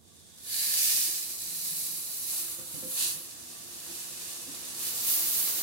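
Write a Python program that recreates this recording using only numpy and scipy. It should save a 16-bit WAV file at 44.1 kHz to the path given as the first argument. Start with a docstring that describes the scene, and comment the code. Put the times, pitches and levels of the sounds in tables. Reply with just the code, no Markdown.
"""Hard granules hiss and patter in surges through a small bucket elevator as it takes up its load.
Countless tiny ticks land on the casing and spouts, each landing place with its own colour, and a lone
grain snaps out now and then. The steel casing drums and drones with the flow, and buckets clack and
knock against it. Underneath, the drive rumbles and a panel hums where the belt rubs it."""
import sys
import numpy as np
from scipy import signal
from scipy.fft import rfft, irfft
from scipy.io import wavfile
from scipy.ndimage import uniform_filter1d

SR = 44100
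rng = np.random.default_rng(int(sys.argv[2]) if len(sys.argv) > 2 else 0)


def materialize(psi):
    """Save the field psi as 16-bit PCM at rate SR to the path in sys.argv[1].

    A 1-D psi becomes a single channel; in a 2-D psi each row is a channel.
    """
    bounded = np.clip(np.atleast_2d(psi).T, -1, 1)
    quanta = np.round(bounded * 32767).astype(np.int16)
    wavfile.write(sys.argv[1], SR, quanta)


N = 247842
TIME, FREQ = np.arange(N) / SR, np.fft.rfftfreq(N, 1 / SR)

# EQ of the drive rumble: (frequency [Hz], gain [dB])
DRIVE_EQ = [(15, -59), (25, -41), (37, -19.5), (87, -4.5), (113, -8.5), (124, -11), (139, -10), (161, -4.5),
            (192, -10.5), (205, -6), (345, -19), (426, -17), (1200, -30), (1560, -63), (2640, -120)]
# notes of the rubbed panel: (start [s], end [s], pitch [Hz], level [dB])
PANEL_HUMS = [(1.362, 2.164, 174.6, -65), (3.3, 3.724, 239.7, -68.5), (4.4, 5.0, 240.6, -64.5),
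              (4.753, 5.206, 122, -67)]
# casing resonances: (frequency [Hz], t60 [s], gain when rubbed [dB], gain when knocked [dB])
CASING_MODES = [(111, 0.17, -6.5, -2), (152, 0.18, -10, 0), (177, 0.25, -6, 3.5), (239, 0.3, -8, -3),
                (271.4, 0.18, -9, 0.5), (299, 0.25, -5.5, -1), (335.8, 0.23, -0.5, -2),
                (354.6, 0.51, -2.5, -6.5), (437, 0.062, -5.5, -10), (497, 0.23, -6.5, -4),
                (521, 0.29, -10.5, 0), (556, 0.13, -30, -7), (692, 0.029, -3.5, -13), (1158, 0.19, -9, -34)]
# EQ of the sheet steel: (frequency [Hz], gain [dB])
SHEET_EQ = [(200, -24), (450, -3), (700, -2), (1000, -2), (1100, 0), (1165, 1.5), (1240, -4.5), (1450, -4),
            (2000, -6.5), (3500, -19.5)]
# bucket lips catching the sheet: (time [s], level [dB])
LIP_CLACKS = [(.745, -52), (.915, -52), (2.33, -53), (2.59, -51.5), (2.74, -56), (2.83, -57), (3.862, -54),
              (4.362, -55)]
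# buckets hitting the casing: (time [s], level [dB], ring centre [Hz], attack [s], other modes [dB])
BUCKET_KNOCKS = [(.94, -59.5, 510, 0.0099, -4), (1.07, -56.5, 350, 0.0089, -16),
                 (1.7, -60, 150, 0.0087, -21), (2.4, -58, 345, 0.021, -12), (2.586, -52, 600, 0.0032, -14),
                 (2.73, -49.5, 150, 0.0084, -12), (2.758, -52, 285, 0.0045, -12),
                 (2.824, -46, 525, 0.0069, -5), (2.857, -54, 500, 0.0052, -6.5),
                 (3.0, -57, 344, 0.038, -16), (3.135, -57, 148, .01, -11), (3.2, -62, 340, 0.014, -18),
                 (3.885, -52.5, 340, 0.016, -10), (4.465, -52.5, 277, 0.026, -13)]
# bed of grain, building as the buckets fill: (time [s], level [dB], relative sparkle [dB])
STREAM_BED = [(0, -66, -2), (.08, -59.5, -5), (.4, -54, -5.5), (1.3, -42, 2), (2.2, -43, 6.5),
              (2.65, -45.5, 2), (3.35, -46.5, -3), (3.7, -45.5, -0.5), (4.72, -41, -2), (5.05, -35, 5.5),
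              (5.62, -34.3, 5.5)]
# loads spilling on top: (peak time [s], level [dB], rise [s], fall [s], relative sparkle [dB])
GRAIN_SURGES = [(.575, -34, 0.062, 0.15, 2), (.86, -28, 0.18, 0.22, 2), (1.3, -41.5, .04, 0.036, 2.5),
                (1.48, -42, 0.085, 0.11, 1.5), (1.75, -38.5, 0.19, 0.19, 4), (2.1, -43, 0.076, 0.087, 0),
                (2.35, -37.3, 0.095, .14, 4.5), (2.79, -45, 0.086, 0.054, 5),
                (2.98, -40.5, 0.09, 0.16, 7.5), (3.021, -30, 0.04, 0.076, -2.5),
                (4.0, -43, 0.14, 0.078, 0.5), (4.28, -45, 0.13, .1, -1), (4.85, -40, 0.056, 0.075, 6.5),
                (5.13, -34, .06, 0.067, 10), (5.4, -40, 0.13, 0.063, 14)]
# narrow rings of the spout tube: (frequency [Hz], relative strength [dB])
TUBE_RINGS = [(4276, -16), (4618, 4), (4979, 3), (5329, -15), (5782, -22), (6234, -15), (6590, 6)]
# colour of each place where the grains land: (frequency [Hz], gain [dB])
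TRICKLE_EQ = [(880, -46.5), (1500, -13), (2670, -14.5), (3210, -8), (3310, -3), (3760, -3.5), (4060, -8),
              (4660, -7), (5950, -6.5), (9230, -4.5), (15500, -17)]
ONRUSH_EQ = [(1400, -34), (1530, -15), (1680, -9), (1950, -15.5), (2250, -9), (2650, -14), (2980, -8),
             (3500, -11.5), (3900, -2.5), (4700, -0.5), (5500, -9), (8500, -4.5), (10900, -0.5),
             (15500, -8)]
HOPPER_EQ = [(820, -46), (1400, -25), (1730, -11.5), (2030, -14), (2250, -10), (2920, -8.5), (3230, -9),
             (4870, -2.5), (7360, -3.5), (9960, -1), (13300, -4), (14600, -1), (15500, -7.5)]
SPOUT_EQ = [(1100, -29), (1800, -18), (2300, -14), (3600, -12), (3900, -4), (4600, -5.5), (5400, -6),
            (7400, -5), (8200, -2), (9300, -3.5), (9900, 0), (11500, -1), (15500, -6.5)]
ELBOW_EQ = [(1100, -16.5), (2000, -18.5), (2800, -13), (3110, -12), (3400, -12.5), (3890, -8),
            (5240, -10.5), (7800, -5.5), (9320, -5), (10100, 0.5), (15500, -9)]
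CHUTE_EQ = [(880, -42), (1500, -18), (2200, -19), (2350, -21), (2620, -7.5), (2940, -8.5), (3180, -9),
            (4230, -3.5), (5500, -8.5), (6250, -6), (9230, -3.5), (10200, 0), (15500, -10)]
LEG_EQ = [(1160, -12.5), (1400, -15.5), (1680, -8.5), (2250, -10.5), (2770, -3.5), (3070, -4.5),
          (3640, -2.5), (6790, -0.5), (10500, 1.5), (15500, -6.5)]
HOOD_EQ = [(820, -41), (1400, -18.5), (2010, -15), (2220, -13), (2480, -13.5), (2950, -9.5), (3230, -10),
           (3910, -7), (9000, -4.5), (10200, -3.5), (11700, -4), (12700, -2.5), (15500, -4)]
LANDING_EQS = [TRICKLE_EQ, ONRUSH_EQ, HOPPER_EQ, SPOUT_EQ, ELBOW_EQ, CHUTE_EQ, LEG_EQ, HOOD_EQ]
# crossfades from one landing place to the next: (midpoint [s], length [s])
LANDING_FADES = [(.475, 0.14), (.7, 0.26), (1.17, 0.29), (2.38, .3), (2.96, 0.069), (3.15, 0.16),
                 (4.88, 0.17)]


def undb(db):
    """Decibels to gain."""
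    return 10 ** (np.asarray(db) / 20)


def unit(x):
    """Scale to rms 1."""
    return x / np.sqrt(np.mean(x ** 2))


def pan(db):
    """Stereo gains for a left-minus-right level; negative leans right."""
    return undb(np.array([[.5], [-.5]]) * db)


def eq_curve(points):
    """Gain at every frequency from (Hz, dB) points, rolling off below the first."""
    hz, db = np.transpose(points)
    return undb(np.interp(np.log(FREQ + 1), np.log(hz), db)) * np.minimum(FREQ / hz[0], 1) ** 2


def shape(x, gain):
    """Filter by a gain at every frequency."""
    return irfft(rfft(x) * gain, N)


def wobble(rate_hz):
    """Smooth random modulator: sample-and-hold, slewed twice; rms 1."""
    hold = int(SR / rate_hz)
    steps = np.repeat(rng.standard_normal(N // hold + 1), hold)
    return unit(uniform_filter1d(uniform_filter1d(steps, hold), hold)[:N])


def stereo_noise(correlation):
    """White noise, partly shared between left and right."""
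    centre = np.sqrt(correlation) * rng.standard_normal(N)
    return centre + np.sqrt(1 - correlation) * rng.standard_normal((2, N))


def room(x, t60, wet_db):
    """Direct sound plus a diffuse stereo tail."""
    t = TIME[:SR // 2]
    tail = rng.standard_normal((2, len(t))) * undb(-60 * t / t60)
    tail *= undb(wet_db) / np.sqrt(np.sum(tail ** 2) / 2)
    return (x + signal.fftconvolve(x, tail, axes=1)[:, :N]) / np.sqrt(1 + undb(wet_db) ** 2)


def impacts(per_s, spread_db, clump_db):
    """Dense grain ticks of unequal size, bunched by a fast level wobble; rms 1."""
    chance = np.clip(per_s / SR, .001, 1)
    hit = rng.random((2, N)) < chance
    size = rng.standard_normal((2, N)) * undb(spread_db * rng.standard_normal((2, N)))
    return unit(hit * size / np.sqrt(chance) * undb(clump_db * wobble(600)))


def drive_rumble(level_db):
    """Motor and belt lay down an even, low rumble."""
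    return unit(shape(stereo_noise(0.15), eq_curve(DRIVE_EQ))) * undb(level_db) * pan(-8)


def panel_hum():
    """A panel sings on a slightly wavering note while the belt rubs it."""
    out = 0
    for start, end, hz, db in PANEL_HUMS:
        swell = np.clip(np.minimum(TIME - start, end - TIME) / 0.19, 0, 1)
        phase = 2 * np.pi * np.cumsum(hz * (1 + 0.0117 * wobble(21.98))) / SR
        out = out + swell * unit(np.sin(phase)) * undb(db + 0.65 * wobble(15))
    return out * pan(-11)


def casing_drone(load_db):
    """The belt keeps the casing modes droning, louder with the flow and as the machine fills."""
    level_db = -65 + 0.23 * load_db + 1.98 * TIME
    mode_power = sum(undb(db) ** 2 * t60 / (1 + (2 * np.pi * (FREQ - hz) * t60 / np.log(1000)) ** 2)
                     for hz, t60, db, _ in CASING_MODES)
    low_cut = np.minimum(FREQ / 100, 1) ** 2
    drone = unit(shape(stereo_noise(0.071), np.sqrt(mode_power) * low_cut))
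    return drone * undb(level_db) * pan(-4)


def sheet_drumming(load_db, clack_decay_s):
    """Grains drum on the sheet steel, building with flow and fill; bucket lips clack in short bursts."""
    level_db = -63.5 + 0.6 * load_db + 1.76 * TIME
    clacks = sum(undb(db) * (TIME > s) * np.exp(-np.abs(TIME - s) / clack_decay_s)
                 for s, db in LIP_CLACKS)
    drum = unit(shape(impacts(per_s=6000, spread_db=1.5, clump_db=0), eq_curve(SHEET_EQ)))
    return drum * np.hypot(undb(level_db), clacks) * pan(-3)


def bucket_knocks(reach_octaves, rattle):
    """A plastic bucket pushes into the casing; where it strikes decides which modes answer."""
    out, t = np.zeros((2, N + SR)), TIME[:SR // 2]
    hz, t60, _, mode_db = np.transpose(CASING_MODES)[:, :, None]
    for s, level_db, centre_hz, attack_s, others_db in BUCKET_KNOCKS:
        nearness = np.exp(-(np.log2(hz / centre_hz) / reach_octaves) ** 2)
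        weight = undb(mode_db) * np.maximum(undb(others_db), nearness)
        phase = rng.random((2, len(hz), 1)) * 0.52  # each mode takes its own path to left and right
        envelope = (1 - np.exp(-t / attack_s)) * undb(-60 * t / t60)
        ring = np.sum(weight * envelope * np.sin(2 * np.pi * (hz * t + phase)), axis=1)
        knock = ring * (1 + rattle * wobble(140)[:len(t)])
        start = int(s * SR)
        out[:, start:start + len(t)] += knock / np.std(knock[:, :SR // 20]) * undb(level_db)
    return room(out[:, :N], t60=.2, wet_db=-14) * pan(-6)


def stray_grains(flow_db, per_s, boost_db, spread_db):
    """Now and then a lone grain bounces off the near wall with a sharper tick."""
    hits = (rng.random(N) < per_s / SR) * undb(boost_db + spread_db * rng.uniform(-1, 1, N))
    t = TIME[:SR // 100]
    snap = rng.standard_normal((2, len(t))) * np.exp(-t / 0.00073)
    ticks = signal.fftconvolve((hits * undb(flow_db))[None], snap, axes=1)[:, :N]
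    return shape(ticks, eq_curve([(2500, -12), (5000, 4), (10000, 0), (16000, -3)]))


def grain_flow():
    """Level and relative sparkle of the stream in dB: bell-shaped surges add their power to the bed."""
    times, *columns = np.transpose(STREAM_BED)
    bed_db, bed_sparkle_db = [np.interp(TIME, times, column) for column in columns]
    power, sparkle_power = undb(bed_db) ** 2, undb(bed_db + bed_sparkle_db) ** 2
    for s, level_db, rise_s, fall_s, sparkle_db in GRAIN_SURGES:
        width_s = np.where(TIME < s, rise_s, fall_s)
        surge = undb(level_db) ** 2 * np.exp(-((TIME - s) / width_s) ** 2)
        power += surge
        sparkle_power += surge * undb(sparkle_db) ** 2
    return 10 * np.log10(power), 10 * np.log10(sparkle_power / power)


def patter(flow_db, flutter_db, wet_db):
    """One size of grain ticking inside the casing; a heavier flow is denser."""
    ticks = impacts(per_s=20000 * undb(.25 * (flow_db + 40)), spread_db=1.4, clump_db=0.45)
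    return room(ticks * undb(flutter_db + 0.5 * wobble(30.15)), t60=0.11, wet_db=wet_db)


def grain_stream(flow_db, sparkle_db):
    """The stream ticks on one surface after another: the lower ticks echo in the casing, the bright top
    sparkles drier."""
    flutter_db = 0.4 * wobble(40)
    echoing = patter(flow_db, flutter_db, wet_db=-2)
    damped = patter(flow_db, flutter_db, wet_db=-12.5)
    dry_ticks = patter(flow_db, flutter_db, wet_db=-20)
    lows = 1 / (1 + (FREQ / 4200) ** 4)  # crossover from the echoing ticks to the drier ones
    highs = np.clip((FREQ - 9200) / 500, 0, 1)  # crossover from body to sparkle
    rattle = shape(echoing, np.sqrt(lows)) + shape(damped, np.sqrt(1 - lows))
    tube = 1 + sum(.5 * undb(db) / (1 + ((FREQ - hz) / 12) ** 2) for hz, db in TUBE_RINGS)
    reached = [1] + [np.clip((TIME - s) / length + .5, 0, 1) for s, length in LANDING_FADES] + [0]
    body = sparkle = 0
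    for k, landing_eq in enumerate(LANDING_EQS):
        fader = np.clip(reached[k] - reached[k + 1], 0, 1)
        colour = eq_curve(landing_eq) * tube
        body = body + fader * unit(shape(rattle, colour * (1 - highs)))
        sparkle = sparkle + fader * unit(shape(damped + dry_ticks, colour * highs))
    # faster grains make shorter contacts and tick more brightly
    return (body + undb(sparkle_db) * sparkle) * undb(flow_db) * pan(-2)


def scene():
    """Grains up front, the machine beneath; one flow rides both the grains and the casing."""
    flow_db, sparkle_db = grain_flow()
    load_db = flow_db + 40  # relative to the usual flow of -40 dB
    grains = grain_stream(flow_db, sparkle_db) + stray_grains(flow_db, per_s=7, boost_db=13, spread_db=1)
    casing = sheet_drumming(load_db, clack_decay_s=0.026) + casing_drone(load_db)
    machine = panel_hum() + bucket_knocks(reach_octaves=0.18, rattle=0.23) + drive_rumble(level_db=-63)
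    return grains + casing + machine


def record(dry):
    """A steep low-pass trims the air off the top of the mix."""
    return signal.sosfiltfilt(signal.ellip(10, .05, 60, 15780, fs=SR, output="sos"), dry)


dry = scene()
out = record(dry)
materialize(out)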